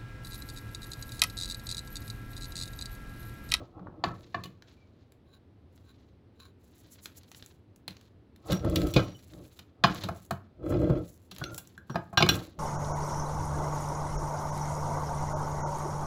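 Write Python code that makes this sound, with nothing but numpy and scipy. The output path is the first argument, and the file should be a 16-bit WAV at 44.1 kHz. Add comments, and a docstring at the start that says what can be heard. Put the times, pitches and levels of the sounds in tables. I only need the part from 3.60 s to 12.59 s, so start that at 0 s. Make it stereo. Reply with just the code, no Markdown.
"""Taking a meat grinder apart

A hand grinder comes apart over a dish heaped with dry crumbs, close by in a small room. The screw
collar is laid down, a finger furrows the heap, then the hole plate and the cross knife are dragged
off the shaft with a dull judder and dropped on the collar. Sliding metal slips and squeaks; each
contact thuds through the table and rings the part. Crumbs tick and rustle throughout."""
import sys
import numpy as np
from scipy import signal
from scipy.fft import rfft, irfft, next_fast_len
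from scipy.io import wavfile
from scipy.ndimage import map_coordinates

SR = 44100
rng = np.random.default_rng(int(sys.argv[2]) if len(sys.argv) > 2 else 0)


def to_wav(s):
    """Save 16-bit WAV."""
    ch = np.atleast_2d(s).T  # columns
    pcm = np.round(np.clip(ch, -1, 1) * 32767)  # PCM
    wavfile.write(sys.argv[1], SR, pcm.astype(np.int16))


N = 396459


def amp(db):
    """Decibels to gain."""
    return 10 ** (np.asarray(db) / 20)


def unit(x):
    """Scaled to rms 1."""
    return x / np.sqrt(np.mean(x ** 2) + 1e-20)


def unit_onset(x):
    """Scaled to rms 1 over its first 20 ms."""
    return x / np.sqrt(np.mean(x[:, :SR // 50] ** 2) + 1e-20)


def along(points, hz):
    """A curve of (Hz, value) points, read on a log frequency axis."""
    f, v = np.transpose(points)
    return np.interp(np.log(hz + 1), np.log(f + 1), v)


def resonances(modes, f):
    """Response of a body with (Hz, width Hz, dB) resonances."""
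    return sum((-1) ** k * amp(db) * 1j * f * width / (hz * hz - f * f + 1j * f * width)
               for k, (hz, width, db) in enumerate(modes))


def filtered(x, response):
    """x shaped by a frequency response."""
    n = x.shape[-1]
    padded = next_fast_len(n + 8192)
    return irfft(rfft(x, padded) * response(np.fft.rfftfreq(padded, 1 / SR)), padded)[..., :n]


# Stereo width. Each row: frequency in Hz, left-right likeness (1 is mono).
STEREO_LIKENESS = [(60, 0.95), (250, 0.8), (600, 0.47), (1200, 0.11), (4000, 0.61), (9000, 0.5),
                   (15000, 0.37)]
def spread(pair, response):
    """Two unrelated signals, coloured and mixed to partly alike channels of rms 1."""
    def colour_and_width(hz):
        angle = np.arccos(np.clip(along(STEREO_LIKENESS, hz), -1, 1)) / 2
        return response(hz) * np.array([np.cos(angle), np.sin(angle)])
    mid, side = filtered(pair, colour_and_width)
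    return unit(np.array([mid + side, mid - side]))


def noise(colour, n):
    """Stereo noise with a (Hz, dB) colour."""
    return spread(rng.standard_normal((2, n)), lambda hz: amp(along(colour, hz)))


def grains(per_s, spread_db, bed, clump_db=4.0, clumps_per_s=70):
    """Tiny random impulses on a bed of smooth friction, bunched into clumps."""
    present = rng.random(N) < per_s / SR
    sizes = present * amp(spread_db * np.clip(rng.standard_normal(N), -2, 2))
    knots = rng.standard_normal(N // 100)
    bunching = amp(clump_db * map_coordinates(knots, [np.arange(N) * clumps_per_s / SR], mode="mirror"))
    impulses = unit(sizes * rng.standard_normal((2, N)))
    return bunching * (impulses + bed * rng.standard_normal((2, N)))


def fade(t, t60, attack_s):
    """A quick rise and an exponential decay."""
    return amp(-60 * t / t60) * (1 - np.exp(-t / attack_s))


def gestures(rows, rise_db_per_s, fall_db_per_s):
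    """Two attack-hold-release envelopes from (start s, length s, dB, dB) rows."""
    t, power = np.arange(N) / SR, np.zeros((2, N))
    for start, length, *dbs in rows:
        near = slice(max(round((start - .5) * SR), 0), round((start + length + .5) * SR))
        attack_db = rise_db_per_s * np.maximum(start - t[near], 0)
        release_db = fall_db_per_s * np.maximum(t[near] - start - length, 0)
        power[:, near] += amp(np.array(dbs)[:, None] - attack_db - release_db) ** 2
    return np.sqrt(power)


def swells(rows):
    """A bell-shaped swell for each (peak s, dB, half length s) row."""
    t = np.arange(N) / SR
    return sum(amp(db) * np.exp(-.5 * ((t - peak) / half) ** 2) for peak, db, half in rows)


def add(track, start_s, sound):
    """Lays a sound into the track."""
    part = track[:, max(round(start_s * SR), 0):][:, :sound.shape[1]]
    part += sound[:, :part.shape[1]]


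# The room's low hush. Each row: frequency in Hz, relative level in dB.
HUSH_COLOUR = [(20, -25), (45, -16), (86, 2.5), (150, -10.5), (215, -9), (295, -9), (400, -14),
               (800, -24.5), (1600, -31), (4000, -39.5), (7000, -54.5), (16000, -57)]
def room_tone(level_db=-57.5):
    """Steady, dark noise under everything."""
    return amp(level_db) * noise(HUSH_COLOUR, N)


# Pulls along the shaft or through the heap; the first row is instead the fading end of a contact already under
# way as the scene begins. # Each row: start and length in seconds, judder and scrape levels in dB.
PULLS = [(0, 0.0049, -37, -46.5), (.17, 0.037, -48, -52.5), (.26, 0.01, -45, -54.5), (.34, 0.17, -54, -60),
         (.48, 0.053, -42, -58.5), (.58, 0.062, -52.5, -79), (.83, 0.031, -52.5, -80),
         (4.916, 0.017, -30.5, -38), (5.048, 0.22, -26, -46), (5.375, 0.027, -25.5, -37),
         (5.75, 0.074, -47, -65), (6.275, 0.031, -36, -43), (6.36, 0.16, -44.5, -56),
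         (7.04, .03, -32.5, -50.5), (7.11, 0.042, -23.5, -44), (7.21, .16, -25, -47),
         (7.81, 0.13, -43, -56), (8.71, 0.049, -30, -39), (8.83, 0.023, -48.5, -60),
         (8.985, .005, -48, -68)]
# The grinder on its table, then its shaft. Each row: resonance and width in Hz, gain in dB.
BODY_RESONANCES = [(43.6, 7, -1), (66.3, 21, -0.5), (93, 23, 1.5), (123.9, 17, 2.5), (174.7, 8, 1.5),
                   (263.6, 45, -7.5), (314.4, 22.2, 3), (357.6, 14, 1), (367, 16, -3.5), (479.5, 36, -5.5),
                   (553.6, 37, -3.5), (600, 63, -4.5)]
SHAFT_RESONANCES = [(759, 170, -6), (1089, 52, 0), (1299, 62, 8), (1381, 85, 0.5), (1578, 30, 0),
                    (2028, 32, -4), (2350, 380, -14), (3410, 51, -7.5), (4060, 24, -9), (6700, 13, -18)]
def dragging(judder_db=-1, full_bite_db=-29):
    """Irregular slips of metal on gritty metal shake the grinder's body and rasp in its shaft."""
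    judder, scrape = gestures(PULLS, rise_db_per_s=336, fall_db_per_s=216)
    # packed crumbs soften each slip
    body = lambda f: resonances(BODY_RESONANCES, f) / (1 + (f / 800) ** 4) / (1 + (30 / (f + 1)) ** 6)
    shaft = lambda f: resonances(SHAFT_RESONANCES, f) / (1 + (f / 7500) ** 6)
    rumble = spread(grains(per_s=660, spread_db=2.5, bed=0.85, clump_db=2.0), body)
    rasp = spread(grains(per_s=400, spread_db=-0.5, bed=0.68, clump_db=0.5), shaft)
    dull_rasp = unit(filtered(rasp, lambda f: 1 / (1 + (f / 1050) ** 8)))
    bite = np.clip(judder / amp(full_bite_db), 0, 1)  # only a hard pull reaches the high modes
    return amp(judder_db) * judder * rumble + scrape * (bite * rasp + (1 - bite) * dull_rasp)


def shaken_loose(rise_s=.012, trickle_t60=0.46):
    """Envelope of the crumbs that each contact spills, in step with its clack."""
    power, t = np.zeros((1, N)), np.arange(SR // 2) / SR
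    trickle = fade(t, trickle_t60, rise_s)[None]
    for start, _, _, clack_db, *_ in COLLAR_CONTACTS + PLATE_CONTACTS + KNIFE_CONTACTS + SHAFT_CATCHES:
        add(power, start, (amp(clack_db) * trickle) ** 2)
    return np.sqrt(power[0])


# Strokes that stir the crumbs. Each row: start and length in seconds, crunch and fizz levels in dB.
HEAP_STIRS = [(0, .08, -70.5, -83), (.56, .18, -66.5, -78), (1.08, 0.052, -62.5, -80),
              (1.2, 0.24, -77, -100.5), (2.14, 0.14, -76, -79.5), (2.33, 0.16, -74.5, -87),
              (3.03, 0.16, -76, -73.5), (3.15, 0.076, -67, -69.5), (3.23, 0.17, -66.5, -74),
              (3.48, 0.15, -65.5, -72), (3.69, 0.23, -67, -68.5), (4.34, 0.12, -70.5, -76),
              (4.912, .015, -38, -46.5), (5.09, 0.12, -56, -58.5), (5.21, .2, -52.5, -55.5),
              (5.56, .41, -68, -66), (6.34, 0.057, -51.5, -56.5), (6.41, .04, -45, -58),
              (6.53, .11, -68, -63.5), (7.095, 0.019, -61.5, -58), (7.14, 0.36, -65, -70),
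              (7.48, 0.02, -70, -56), (7.6, .05, -77, -73), (7.75, 0.12, -57.5, -64.5),
              (7.945, 0.011, -60, -52), (8.03, .12, -71, -73.5), (8.28, .22, -73.5, -77),
              (8.745, 0.012, -43.5, -46), (8.828, 0.0042, -51, -55.5)]
# A dry crunch and a bright tick. Each row: frequency in Hz, relative level in dB.
CRUNCH_COLOUR = [(500, -4), (1400, -1), (2100, -0.5), (3000, -0.5), (4100, 3), (5000, -5), (7000, -9.5),
                 (10000, -46)]
TICK_COLOUR = [(3000, -22), (5500, -5), (7500, 2), (9200, -13), (11300, 5), (13400, -17.5), (15000, 5),
               (17000, -20)]
def rustle(shaken_crunch_db=-19.5, shaken_fizz_db=-33.5, stray_db=-10):
    """Dense grains of the dry heap shift under fingers and parts, stray larger crumbs among them."""
    crunch, fizz = gestures(HEAP_STIRS, rise_db_per_s=399.5, fall_db_per_s=261)
    loose = shaken_loose()
    crunch = np.hypot(crunch, amp(shaken_crunch_db) * loose)
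    fizz = np.hypot(fizz, amp(shaken_fizz_db) * loose)
    strays = amp(stray_db) * grains(per_s=68, spread_db=9.5, bed=0)
    def grit(colour):
        return spread(grains(per_s=900, spread_db=2.5, bed=1) + strays, lambda hz: amp(along(colour, hz)))
    return crunch * grit(CRUNCH_COLOUR) + fizz * grit(TICK_COLOUR)


def ringing(modes, t, freedom, vary_db=2, detune=.002, stereo_rad=.35):
    """Modes at new strengths for every blow; a held part has less freedom and rings shorter."""
    out = np.zeros((2, len(t)))
    for hz, db, t60 in modes:
        size, shift, skew = rng.standard_normal(3)
        phase = 2 * np.pi * (hz * (1 + detune * shift) * t + rng.random())
        stereo_phase = stereo_rad * skew * np.array([[1], [-1]])
        out += amp(db + vary_db * size) * fade(t, t60 * freedom, 0.0035) * np.sin(phase + stereo_phase)
    return unit_onset(out)


# Table thud, dish knock and metal clack. 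Each row: frequency in Hz, relative level in dB.
THUD_COLOUR = [(25, -50.5), (50, -26.5), (100, 7), (145, -2), (190, 3), (250, -13), (330, -3.5), (480, -16),
               (800, -40), (2000, -87.5)]
KNOCK_COLOUR = [(300, -47), (550, -4.5), (740, 3), (900, -0.5), (1100, 4), (1600, -3.5), (2100, -19.5),
                (4000, -59.5)]
CLACK_COLOUR = [(900, -38.5), (1900, -3.5), (2600, 0.5), (4200, 6), (5200, -7), (7000, -12), (10000, -57.5)]
def contacts(hits, modes, thud_colour, free_t60, thud_t60, hard_db=-22):
    """Each contact thuds, clatters and rings the part; mode decays scale by its t60 over free_t60."""
    out, t = np.zeros((2, N)), np.arange(SR // 2) / SR
    for start, thud_db, knock_db, clack_db, tick_db, ring_db, t60 in hits:
        sound = amp(thud_db) * unit_onset(noise(thud_colour, len(t)) * fade(t, thud_t60, 0.0074))
        hardness = min(1, amp(clack_db - hard_db))  # only a hard blow fully wakes the top modes
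        registers = [(KNOCK_COLOUR, 0, 2000, knock_db, t60, 1),
                     (CLACK_COLOUR, 2000, 6500, clack_db, .9 * t60, 1),
                     (TICK_COLOUR, 6500, SR, tick_db, .7 * t60, hardness)]
        for colour, low_hz, high_hz, db, clatter_t60, reach in registers:
            clatter = unit_onset(noise(colour, len(t)) * fade(t, clatter_t60, 0.0014))
            ring = ringing([mode for mode in modes if low_hz <= mode[0] < high_hz], t, t60 / free_t60)
            sound += amp(db) * unit_onset(clatter + reach * amp(ring_db) * ring)
        add(out, start, sound)
    return out


# The collar touching down. Each row: start in seconds, thud, knock, clack and tick in dB before
# the part's gain, ring in dB relative to the clatter, contact t60 in seconds.
COLLAR_CONTACTS = [(.193, -48, -52.5, -75.5, -96, -9.5, 0.022), (0.269, -46, -44.5, -81, -99, -10, 0.028),
                   (0.4387, -34, -22.5, -30.5, -66.5, -0.5, 0.024), (.472, -50, -42, -63, -79, 3, 0.093),
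                   (0.744, -40.5, -25.5, -40, -73.5, 5.5, 0.028),
                   (.836, -45, -53, -43, -51.5, -10.5, 0.057), (.856, -62, -53, -50.5, -60, 5, 0.025)]
# The collar's ring. Each row: pitch in Hz, relative level in dB, nominal t60 in seconds.
COLLAR_MODES = [(702, 1.5, 0.073), (1125, 9, 0.056), (1300, -27, 0.13), (1290, -37, 0.096),
                (1580, -25, 0.1), (1763, 0, 0.054), (2085, 2.5, 0.15), (2400, 2, 0.11), (2620, 7, 0.052),
                (2930, 8.5, 0.079), (3550, 4, 0.063), (4400, 17.5, 0.029), (4760, 1, 0.06)]
def screw_collar():
    """The collar is laid down and knocks against the dish."""
    return amp(-2) * contacts(COLLAR_CONTACTS, COLLAR_MODES, THUD_COLOUR, free_t60=0.051, thud_t60=0.26)


# Metal singing as it slides. Each row: start and end in seconds, first and last pitch in Hz, level in dB.
SLIDE_SQUEAKS = [(0.46, 0.545, 1320, 1313, -44), (1.168, 1.272, 2400, 2230, -66.5),
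                 (4.914, 5.01, 5600, 5760, -47), (5.271, 5.62, 5780, 5750, -59),
                 (5.547, 5.564, 3040, 2990, -47.5), (7.81, 7.859, 1470, 1468, -39),
                 (7.814, 7.86, 3380, 3180, -55), (7.853, 7.951, 1340, 1423, -42.5),
                 (7.855, 7.896, 6350, 6240, -53), (8.297, 8.387, 5700, 5700, -60)]
def squeaks(waver_hz=20, flutter_db=3, wobbles_per_s=120):
    """A sliding edge catches one mode and holds it, unsteadily."""
    out = np.zeros((2, N))
    for start, end, start_hz, end_hz, db in SLIDE_SQUEAKS:
        progress = np.linspace(0, 1, round((end - start) * SR))
        position = progress * (end - start) * wobbles_per_s
        waver, flutter = [map_coordinates(knots, [position], mode="mirror")
                          for knots in rng.standard_normal((2, 64))]
        hz = start_hz + (end_hz - start_hz) * progress + waver_hz * waver
        swell = np.minimum(1, 10 * progress) * np.sqrt(1 - progress)  # catches quickly, lets go slowly
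        tone = np.sin(2 * np.pi * np.cumsum(hz) / SR)
        add(out, start, (swell * amp(db + flutter_db * flutter) * tone)[None])
    return out


# The loudest single crumbs. Each row: start in seconds, body and tick levels in dB.
SINGLE_CRUMBS = [(1.0229, -56, -75.5), (1.521, -68, -68), (2.1766, -67.5, -83), (3.4575, -44, -50),
                 (3.633, -63, -70.5), (3.716, -54.5, -60.5), (3.747, -54, -70), (3.825, -51, -67.5),
                 (3.8611, -63.5, -55), (4.1607, -71.0, -64.0), (4.3078, -55, -68), (4.368, -58, -73.5),
                 (4.412, -65, -69), (4.761, -65, -70), (5.0987, -64, -52), (5.2179, -44.5, -51.5),
                 (5.2706, -51.5, -54.5), (5.7355, -57.5, -71), (6.347, -53, -52), (6.651, -73, -63),
                 (7.763, -51.5, -59.5), (7.784, -52.5, -49.5), (7.945, -54.5, -47.5), (8.073, -67, -57)]
def crumb_ticks(body_t60=0.016, tick_t60=0.013):
    """Hard crumbs crack or land with a dry tick."""
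    out, t = np.zeros((2, N)), np.arange(SR // 20) / SR
    for start, body_db, tick_db in SINGLE_CRUMBS:
        body = unit_onset(noise(CRUNCH_COLOUR, len(t)) * fade(t, body_t60, 0.000067))
        tick = unit_onset(noise(TICK_COLOUR, len(t)) * fade(t, tick_t60, 0.00022))
        add(out, start, amp(body_db) * body + amp(tick_db) * tick)
    return out


# Strokes through the heap. Each row: peak time in seconds, level in dB, half length in seconds.
FURROW_STROKES = [(1.73, -63.5, 0.033), (2.29, -60, 0.024), (2.84, -54, 0.034)]
# The heap's tone. Each row: resonance and width in Hz, gain in dB.
HEAP_RESONANCES = [(1100, 56, 2.5), (1557, 70, 1.5), (2476, 420, -12.5), (3970, 163, 1), (7110, 360, -15),
                   (10500, 380, -15.5), (15000, 1250, -19.5)]
def furrowing():
    """A fingertip ploughs the heap in short, grainy swells."""
    grit = grains(per_s=500, spread_db=0, bed=1)
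    return swells(FURROW_STROKES) * spread(grit, lambda f: resonances(HEAP_RESONANCES, f))


# Quick finger rubs. Each row: peak time in seconds, level in dB, half length in seconds.
FINGER_RUBS = [(3.331, -52.5, 0.014), (3.446, -51.5, 0.015), (3.578, -49.5, 0.0083), (3.774, -54.5, 0.013)]
def rubbing(crunch_db=-14):
    """Fingertips rub crumbs off: a bright hiss with a little crunch."""
    return swells(FINGER_RUBS) * (noise(TICK_COLOUR, N) + amp(crunch_db) * noise(CRUNCH_COLOUR, N))


# The plate's contacts and its ring. Rows read as for the collar.
PLATE_CONTACTS = [(4.279, -47.5, -48.5, -40.5, -50, -13, 0.023), (5.99, -58, -55, -50.5, -58, -15, 0.04),
                  (6.2378, -25, -16, -21.5, -47.5, -3, 0.046),
                  (6.296, -34.5, -38.5, -48.5, -67, -6.5, 0.054),
                  (6.436, -34, -40.5, -39, -49.5, -16, 0.04), (6.487, -41, -30.5, -48, -54.5, 2.5, 0.026),
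                  (6.708, -34, -30, -44, -46.5, -5.5, 0.038), (8.344, -37.5, -45, -62.5, -69.5, -12, 0.026),
                  (8.356, -34.5, -27, -43, -59, 3, 0.033), (8.528, -44.5, -42, -65, -64, 3, 0.1),
                  (8.604, -27.5, -23.5, -30, -58.5, 0.5, 0.068), (8.624, -22, -23.5, -20, -44, 8.5, 0.019),
                  (8.663, -47, -33, -46, -51, -10.5, 0.023)]
PLATE_MODES = [(688, 12, 0.085), (830, 6.5, 0.1), (980, -24, .12), (1075, 6.5, 0.1), (1243, -8, 0.21),
               (1520, -9.5, 0.11), (1603, -6.5, 0.099), (2234, 1, 0.11), (2461, 11, 0.065),
               (2740, -4, 0.11), (3000, -6, 0.21), (3140, -13, 0.026), (3550, -2, 0.074),
               (3960, -20.5, 0.22), (4040, -5, 0.1), (4950, -2.5, 0.11)]
def hole_plate():
    """The plate clinks as it is handled and dropped on the collar."""
    return contacts(PLATE_CONTACTS, PLATE_MODES, THUD_COLOUR, free_t60=.075, thud_t60=.13)


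# Parts catching on the shaft. Rows read as for the collar's contacts.
SHAFT_CATCHES = [(4.898, -22, -34.5, -55, -59.5, -14, 0.059), (4.921, -40, -51.5, -33.5, -64, -12, 0.02),
                 (5.046, -22, -35, -48.5, -50.5, -16, 0.032), (5.362, -10, -21, -20, -45, -1, 0.089),
                 (7.122, -34, -36.5, -67, -66.5, -2, 0.025), (7.139, -24, -39, -47, -77.5, 13, 0.044),
                 (7.297, -18.5, -33.5, -50.5, -58.5, -3, 0.06)]
# The thud of the grinder's body. Each row: frequency in Hz, relative level in dB.
BUMP_COLOUR = [(25, -40), (50, -4.5), (90, -4.5), (160, 9.5), (235, 0.5), (330, 2), (430, -4), (570, 2.5),
               (720, -30), (1000, -26), (2000, -74)]
def grinder_bumps():
    """A part catches on the shaft, bumping the body and ringing the plate."""
    return amp(-6.5) * contacts(SHAFT_CATCHES, PLATE_MODES, BUMP_COLOUR, free_t60=0.086, thud_t60=0.067)


# The knife's contacts and its ring. 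Rows read as for the collar.
KNIFE_CONTACTS = [(4.919, -26, -40.5, -40.5, -42, 14, 0.042), (5.1579, -59, -48.5, -30, -36, -6.5, 0.029),
                  (5.338, -41, -66, -37.5, -43.5, -2, 0.037), (7.7121, -52, -55, -47.5, -55, -9, 0.052),
                  (7.815, -37.5, -42, -66, -79, -3, 0.028), (7.8392, -50, -57, -39.5, -52.5, 1, 0.0076),
                  (7.978, -61, -51.5, -50, -39, -3, 0.05), (8.178, -55, -47, -64.5, -65, 20.5, 0.01),
                  (8.296, -36, -42.5, -55, -64.5, -15, 0.081),
                  (8.573, -27.5, -20.5, -21, -43.5, 0.5, 0.052), (8.689, -30, -26, -19, -29.5, 4.5, 0.027)]
KNIFE_MODES = [(1200, -5, .06), (1420, -10, .08), (1590, 0, .08), (2509, -8, .14), (2788, -6, .12),
               (2940, -6, .09), (3435, 2, .11), (4050, -1, .11), (5657, -8, .13), (7267, -13, .05),
               (8160, -11, .06), (11950, -14, .07), (14540, -3, .07)]
def cross_knife():
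    """The knife strikes the other parts with a higher, brighter ring."""
    return contacts(KNIFE_CONTACTS, KNIFE_MODES, THUD_COLOUR, free_t60=.06, thud_t60=.12)


# The room's decay. Each row: frequency in Hz, t60 in seconds.
ROOM_DECAY = [(100, 0.48), (500, 0.25), (1500, 0.32), (4000, 0.15), (12000, 0.21)]
def room_reverb(x, build_s=0.0017):
    """The small room's tail, each frequency dying at its own speed."""
    white = noise([(20, 0), (20000, 0)], SR // 2)
    hz, t, spectrum = signal.stft(white, SR, nperseg=256)
    decay = amp(-60 * t / along(ROOM_DECAY, hz)[:, None])
    tail = signal.istft(spectrum * decay, SR, nperseg=256)[1]
    tail *= 1 - np.exp(-np.arange(tail.shape[1]) / SR / build_s)
    return signal.fftconvolve(x, tail / np.linalg.norm(tail[0]), axes=1)[:, :N]


def scene(reverb_db=-9):
    """Contacts, ticks and squeaks feed the reverb; the friction layers and room tone stay dry."""
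    near = screw_collar() + hole_plate() + cross_knife() + grinder_bumps() + crumb_ticks() + squeaks()
    reverb = amp(reverb_db) * room_reverb(near)
    friction = dragging() + rustle() + rubbing() + furrowing()
    return near + reverb + friction + room_tone()


# Stereo balance. Each row: frequency in Hz, left over right in dB.
LEFT_BALANCE = [(60, -1), (250, 0), (1000, 1), (2500, 0.5), (5000, 3), (9000, 0)]
# Stereo timing. Each row: frequency in Hz, the left's phase lead in radians.
LEFT_LEAD = [(60, 0), (400, 0), (1100, 1.1), (2500, 1.52), (5000, 0), (9000, .9), (15000, 1.6)]
def record(dry, top_hz=16300):
    """The microphones hear the scene a little louder and earlier on the left, and nothing above top_hz."""
    sides = np.array([[.5], [-.5]])
    def response(hz):
        balance = amp(along(LEFT_BALANCE, hz) * sides)
        lead = np.exp(1j * along(LEFT_LEAD, hz) * sides)
        return balance * lead * (hz < top_hz)
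    return filtered(dry, response)


dry = scene()
out = record(dry)
to_wav(out)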